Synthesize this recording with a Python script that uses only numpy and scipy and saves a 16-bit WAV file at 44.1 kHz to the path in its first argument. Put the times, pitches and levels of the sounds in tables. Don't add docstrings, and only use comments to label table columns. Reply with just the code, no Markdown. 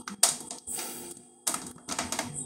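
import sys
import numpy as np
from scipy import signal
from scipy.fft import rfft, irfft, next_fast_len
from scipy.io import wavfile
from scipy.ndimage import uniform_filter1d

SR = 44100
rng = np.random.default_rng(int(sys.argv[2]) if len(sys.argv) > 2 else 0)


def transcribe(signal):
    frames = np.atleast_2d(signal).T
    limited = np.clip(frames, -1, 1)
    pcm = np.round(limited * 32767).astype(np.int16)
    wavfile.write(sys.argv[1], SR, pcm)


N = 108045
ATTACK_S = 0.0014


def undb(db):
    return 10 ** (np.asarray(db) / 20)


def seconds():
    return np.arange(N) / SR


def unit(x):
    return x / np.sqrt(np.mean(x ** 2) + 1e-20)


def fader(table, column=1):
    rows = np.array(table)
    return undb(np.interp(seconds(), rows[:, 0], rows[:, column]))


def colour(x, eq, band=None):
    size = next_fast_len(N)
    hz = np.maximum(np.arange(size // 2 + 1) * SR / size, 1)
    eq_hz, eq_db = np.array(eq).T
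    gain = undb(np.interp(np.log(hz), np.log(eq_hz), eq_db))
    if band is not None:
        gain = gain / np.sqrt((1 + (band[0] / hz) ** 16) * (1 + (hz / band[1]) ** 16))
    return unit(irfft(rfft(x, size) * gain, size)[:N])


def noise():
    return rng.standard_normal(N)


def walk(rate_hz):
    hold = max(int(SR / rate_hz), 1)
    return unit(uniform_filter1d(noise()[np.arange(N) // hold], hold))


def tone(hz, wander):
    return np.sqrt(2) * np.sin(2 * np.pi * np.cumsum(hz * (1 + wander * walk(70))) / SR)


def during(start, end, ramp_s):
    t = seconds()
    return np.clip(np.minimum(t - start, end - t) / ramp_s + .5, 0, 1)


def frame(x, amount=1):
    centres = [743, 880, 1330, 1750, 2150, 2400, 2830, 3290, 3790, 4250, 4620, 4920, 5590, 6010, 6330, 6600,
               7240, 7620, 7900, 8170, 8550, 8945, 9270, 9720, 9980, 11100]
    lifts = [10, 14, 12, 5.5, 7, 11, 12.5, 12, 11, 2, 16, 14.5, 9.5, 13, 11, 13.5, 10.5, 8, 6, 8, 9.5, 8.5,
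             6.5, 7, 0, 8.5]
    size, width_hz = next_fast_len(N), 86
    hz = np.arange(size // 2 + 1) * SR / size
    gain = 1 + sum((undb(db) - 1) / (1 + ((hz - centre) / width_hz * 2) ** 2)
                   for centre, db in zip(centres, lifts))
    return irfft(rfft(x, size) * gain ** amount, size)[:N]


def motor():
    orders = [3, 5, 9, 10, 36, 67, 68, 102, 136, 168, 171, 176, 184]
    levels = [-67, -56, -62.5, -61, -80, -67.5, -68, -76, -75, -58, -75.5, -71, -59]
    # frequency_hz, gain_db
    running_eq = [(30, -31), (120, -8.5), (250, -4.5), (360, 7.5), (480, -7.5), (580, -33.5), (730, -8.5),
                  (900, -17.5), (1100, -15.5), (2200, -47.5), (3300, -31), (4800, -34.5), (6200, -35.5),
                  (7400, -41.5), (8100, -12), (9000, -17.5), (10300, -36), (12000, -27), (13500, -46.5),
                  (15800, -53)]
    shaft_hz, wander, flicker_db = 48.6, 0.00066, 2
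    angle = 2 * np.pi * np.cumsum(shaft_hz * (1 + wander * walk(29.48))) / SR
    hum = sum(undb(db + flicker_db * walk(18)) * np.sqrt(2) * np.sin(order * angle)
              for order, db in zip(orders, levels))
    return hum + undb(-54) * colour(frame(noise()), running_eq)


def teeth():
    tooth_hz, tooth_decay_s = 190.6, 0.0029
    ticks_per_s, tick_decay_s = 68, 0.00089
    teeth_passed = np.cumsum(tooth_hz * np.exp(.15 * walk(150))) / SR
    strength = 0.63 * undb(2 * noise()[teeth_passed.astype(int) % N])
    bursts = strength * np.exp(-(teeth_passed % 1) / tooth_hz / tooth_decay_s)
    ticks = (rng.random(N) < ticks_per_s / SR) * rng.random(N)
    rattle = undb(1) * signal.lfilter([1], [1, -np.exp(-1 / (tick_decay_s * SR))], ticks)
    return noise() * (1 + rattle + bursts)


def gears():
    # start_s, end_s, level_db
    loads = [(-.01, 0.044, -49.5), (0.057, 0.17, -55.5), (0.386, 0.63, -53.5), (1.57, 1.72, -55),
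             (1.874, 2.284, -47.5)]
    # frequency_hz, gain_db
    whir_eq = [(120, -26), (250, 19), (450, -1), (580, -52), (900, 2.5), (1300, -5), (2000, -45),
               (3000, -12.5), (5000, -17.5), (6500, -15.5), (7500, -59), (8500, -39), (11500, -9),
               (15000, -44)]
    # time_s, level_db
    rasp_ride = [(0, -53.5), (.2, -91), (.40, -72), (.48, -43.5), (.58, -49.5), (.66, -47), (.682, -36),
                 (.73, -35.5), (.80, -39.5), (1.0, -47.5), (1.12, -43.5), (1.25, -46.5), (1.45, -55),
                 (1.68, -55.5), (1.85, -47.5), (2.31, -62), (2.37, -35), (2.40, -35), (2.45, -45.5)]
    # frequency_hz, gain_db
    rasp_eq = [(5500, -118), (6900, -18), (7500, -12), (8100, 4.5), (8700, -2.5), (9300, 0), (10000, -14.5),
               (11200, -15.5), (12000, -50)]
    load = sum(undb(db) * during(start, end, ramp_s=0.011) for start, end, db in loads)
    whir = load * colour(frame(teeth()), whir_eq)
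    rasp = fader(rasp_ride) * colour(frame(teeth()), rasp_eq)
    return whir + rasp


def carriage():
    # time_s, level_db
    rumble_ride = [(0, -51), (.2, -62), (.32, -54), (.5, -56), (.9, -60.5), (1.15, -45.5), (1.44, -73),
                   (1.54, -49), (1.7, -50.5), (1.84, -45.5), (1.93, -47), (2.05, -38.5), (2.16, -49.5),
                   (2.3, -44.5), (2.45, -48)]
    # frequency_hz, gain_db
    rumble_eq = [(18, -46), (30, -19), (92, -2), (118, -9.5), (146, 3), (171, -1.5), (215, -0.5),
                 (246, 10.5), (305, -9.5), (402, -19), (439, -22), (516, -23), (600, -26), (780, -41),
                 (1320, -120)]
    # start_s, pitch_hz, level_db, swell_s, decay_s
    thumps = [(0.093, 203, -37.5, 0.026, 0.048), (0.184, 202, -35.5, 0.0049, 0.013),
              (.30, 152, -48.5, 0.016, 0.061), (.67, 80, -48.5, .015, 0.013),
              (1.165, 121.8, -45, 0.0046, 0.016), (1.64, 161, -47.5, 0.0074, 0.018),
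              (1.758, 170, -33.5, 0.0035, 0.012), (2.03, 88, -44.5, .02, 0.052),
              (2.189, 300, -37.5, .012, 0.026), (2.245, 105.3, -43.5, .012, .04),
              (2.27, 145, -42, 0.032, 0.11)]
    surge = undb(1.5 * walk(35))
    out = fader(rumble_ride) * surge * colour(noise(), rumble_eq)
    for start, hz, db, swell, decay in thumps:
        age = seconds() - start
        envelope = np.clip(age / swell, 0, 1) * np.exp(-np.maximum(age - swell, 0) / decay)
        out += undb(db) * envelope * tone(hz, wander=.015)
    return out


def ringing_modes(t, pitches, levels, t60_s):
    return np.array([undb(db) * np.exp((2j * np.pi * hz - np.log(1000) / t60_s) * t)
                     for hz, db in zip(pitches, levels)])


def strike(modes):
    return (np.exp(2j * np.pi * rng.random(len(modes))) @ modes).imag


def snaps():
    # start_s, peak_db (unused), bass_db, low_mid_db, mid_db, upper_mid_db, presence_db,
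    # treble_db, top_db, contact_s, tail_db
    cues = [(0.076, -7, -57, -60, -32, -40, -35, -47, -51, 0.0037, -11),
            (0.23, 2, -29.5, -50, -27, -34, -26, -19, -29, 0.0038, -10.5),
            (0.233, 18, -60, -22.5, -27, -27, -14, -7, -23.5, 0.004, -10.5),
            (0.287, 10, -32, -41, -47, -46, -26.5, -15.5, -47, 0.0032, -10.5),
            (0.404, -24, -29, -44.5, -49, -69, -40.5, -32, -43, 0.0026, -14),
            (0.506, -41, -58, -40, -62, -47, -34, -27, -60, 0.0044, -10),
            (0.583, -30, -57, -63, -63, -62, -38, -61, -51, 0.0023, -9),
            (0.789, -23, -56, -44, -44.5, -38.5, -33.5, -39, -50, 0.0042, -6.5),
            (1.109, -21, -42.5, -72, -62, -75, -46, -38, -44, 0.0032, -6),
            (1.169, -32, -28.5, -71, -65, -59, -52.5, -33, -63, 0.0017, -15),
            (1.468, -11.5, -44, -43.5, -41.5, -42, -35, -26, -42, 0.0063, -2),
            (1.475, -14, -42, -29.5, -31.5, -35.5, -24, -16.5, -26.5, 0.0035, -13.5),
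            (1.492, -15, -24, -36.5, -45, -54, -46, -24, -54, 0.0047, -11),
            (1.54, -13, -29, -35, -27, -31.5, -31.5, -22, -38, 0.0037, -13.5),
            (1.616, -27.5, -34, -44, -47, -58, -39, -39, -56, 0.003, -9),
            (1.665, -26, -56, -64, -44, -71, -43, -30, -46.5, 0.0031, -12),
            (1.711, -40, -53, -57, -46, -69, -51, -54, -49, 0.0035, -11),
            (1.759, -39, -30, -46, -65, -75, -63, -47, -68, 0.0019, -10.5),
            (1.78, -38, -47, -41, -45, -66, -55.5, -62, -70, 0.0013, -3),
            (1.8, -35, -56, -61, -61, -78, -71, -67, -78, 0.0038, -20),
            (1.888, -25, -29.5, -40, -45.5, -48, -32.5, -37, -51, 0.003, -10),
            (1.898, -26, -27.5, -41, -38, -44, -43, -52, -52, 0.0049, -12),
            (1.911, -20, -35, -33.5, -34, -38, -31.5, -44, -59, 0.0041, -10.5),
            (1.921, -17, -30, -46, -32.5, -34, -27.5, -27.5, -41.5, 0.0038, -16),
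            (1.986, -14, -33, -29, -28.5, -29, -26.5, -28.5, -44, 0.0056, -7.5),
            (2.122, -16, -28, -32, -29, -32.5, -25.5, -24, -36.5, 0.0026, -10),
            (2.188, -10, -31, -26, -33, -29, -25, -29.5, -37, 0.0031, -12)]
    edges = [150, 450, 1000, 1750, 3200, 7000, 10000, 16000]
    # blow_trim_db, tail_trim_db, tail_t60_s
    responses = [(-13.5, -5.5, 0.46), (-4.5, 3.5, 0.3), (-2, -0.5, 0.31), (-3.5, 0, 0.38),
                 (-1.5, -0.5, 0.33), (-5.5, -8, .36), (4.5, 5, 0.33)]
    # frequency_hz, gain_db
    snap_eq = [(88, -35), (150, -12), (172, 2), (244, 5), (308, 6.5), (405, -6), (553, -10), (699, 0.5),
               (771, -8), (1070, -4.5), (1210, 0.5), (1820, -6.5), (2120, -7), (2390, -9.5), (2960, -14),
               (5100, -10), (7530, -8.5), (8310, -2), (12300, -22.5), (13800, -28), (15800, -29)]
    steel_hz = [3818, 4221, 4560, 4912, 5371, 6002, 6169, 6470, 6750, 6811, 6944, 7559, 7657, 7863, 8192,
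                8235, 8408, 8517, 8767, 9157]
    steel_db = [1.5, -12, -9, -13, -13.5, -11, -4, -3, -4, -7.5, 10, -5, 0, -1, 8.5, 0, -12, -12, -10, -7]
    shell_hz = [605, 632, 701, 943, 1042, 1244, 1411, 1620, 1747, 2083, 2750]
    shell_db = [-9, 1.5, -2.5, 4.5, -7, -9, -3, -10.5, -9, -1, -9]
    release_s, tail_build_s = 0.0029, 0.0013
    out, t = np.zeros((2, N)), seconds()[:SR // 2]
    bands = [colour(frame(noise(), amount=0.37), snap_eq, band) for band in zip(edges, edges[1:])]
    rises = [np.minimum(t / (ATTACK_S + 1 / hz), 1) for hz in edges[1:]]
    build = 1 - np.exp(-t / tail_build_s)
    fades = [undb(db) * build * np.exp(-np.log(1000) * t / t60) for _, db, t60 in responses]
    steel = ringing_modes(t, steel_hz, steel_db, t60_s=0.26)
    shell = ringing_modes(t, shell_hz, shell_db, t60_s=0.16)
    for start, _, *band_db, contact_s, tail_db in cues:
        shift = rng.integers(N - len(t))
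        grains = [undb(db) * band[shift:shift + len(t)] * rise
                  for db, band, rise in zip(band_db, bands, rises)]
        contact = np.exp(-np.maximum(t - contact_s, 0) / release_s)
        blow = contact * sum(undb(trim) * grain for (trim, _, _), grain in zip(responses, grains))
        wash = (1 - contact) * sum(fade * grain for fade, grain in zip(fades, grains))
        _, low_mid, mid, _, presence, treble, _ = band_db
        steel_ring = undb((presence + treble) / 2 - 15.5) * strike(steel)
        shell_ring = undb((low_mid + mid) / 2 - 8.5) * strike(shell)
        tail = undb(tail_db) * (wash + rises[-1] * (steel_ring + shell_ring))
        first = int(start * SR)
        out[:, first:first + len(t)] += np.array([blow, tail])[:, :N - first]
    return out


def winding():
    # time_s, rub_db, hiss_db, reel_db
    rides = [(.66, -85, -78, -78), (.70, -71, -41.5, -87), (.75, -46.5, -36.5, -59),
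             (.80, -40.5, -36.5, -49), (.90, -45.5, -38.5, -50.5), (1.0, -48, -39, -49.5),
             (1.11, -53.5, -57, -49), (1.2, -53.5, -62, -51), (1.42, -71.5, -70, -56.5),
             (1.5, -84, -84, -86)]
    # frequency_hz, gain_db
    rub_eq = [(100, -21), (240, 1.5), (350, 1), (490, 5.5), (580, -9.5), (800, -4), (1080, -22), (1400, -7),
              (2400, -12.5), (3500, -12), (4800, -11.5), (5400, -11), (6400, -11), (7500, -24), (9500, -40)]
    # frequency_hz, gain_db
    hiss_eq = [(5000, -27.5), (7000, -10), (9500, -5), (12000, -2.5), (14000, -13), (15700, 1.5)]
    # time_s, pitch_hz, level_db
    coast = [(1.12, 700, -86), (1.2, 705, -58), (1.301, 750, -54.5), (1.42, 805, -56), (1.5, 810, -73)]
    rub = fader(rides, column=1) * colour(frame(teeth()), rub_eq) * undb(walk(40))
    hiss = fader(rides, column=2) * colour(noise(), hiss_eq)
    times, pitches, _ = np.array(coast).T
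    whine = fader(coast, column=2) * tone(np.interp(seconds(), times, pitches), wander=0.025)
    reel = fader(rides, column=3) * tone(hz=351.5, wander=.012)
    return rub + hiss + whine + reel


def end_stop():
    # pitch_hz, level_db, decay_s
    modes = [(641, -31.5, 0.0084), (770, -37, .012), (1620, -34, 0.011), (1850, -34, 0.007),
             (2080, -35, 0.0086)]
    start_s = 2.189
    age = np.maximum(seconds() - start_s, 0)
    knock = sum(undb(db) * np.exp(-age / decay) * tone(hz, wander=.02) for hz, db, decay in modes)
    return np.minimum(age / ATTACK_S, 1) * knock


def squeak():
    return undb(-63.5) * during(2.402, 2.46, ramp_s=0.0044) * tone(hz=3800, wander=0.013)


def scene():
    # start_s, end_s, gain_db
    dips = [(0.023, 0.069, -11.5), (0.148, 0.225, -12.5), (.489, 0.501, -16), (0.585, 0.671, -12),
            (1.125, 1.464, -11.5), (1.714, 1.88, -12)]
    dip_db = sum(db * during(start, end, ramp_s=0.00365) for start, end, db in dips)
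    blows, tails = snaps()
    bed = tails + motor() + winding() + squeak() + gears() + carriage()
    return (blows + bed * undb(dip_db) + end_stop())[None]


def record(dry):
    cutoff_hz = 15700
    return signal.sosfilt(signal.ellip(10, .2, 70, cutoff_hz, fs=SR, output="sos"), dry)


dry = scene()
out = record(dry)
transcribe(out)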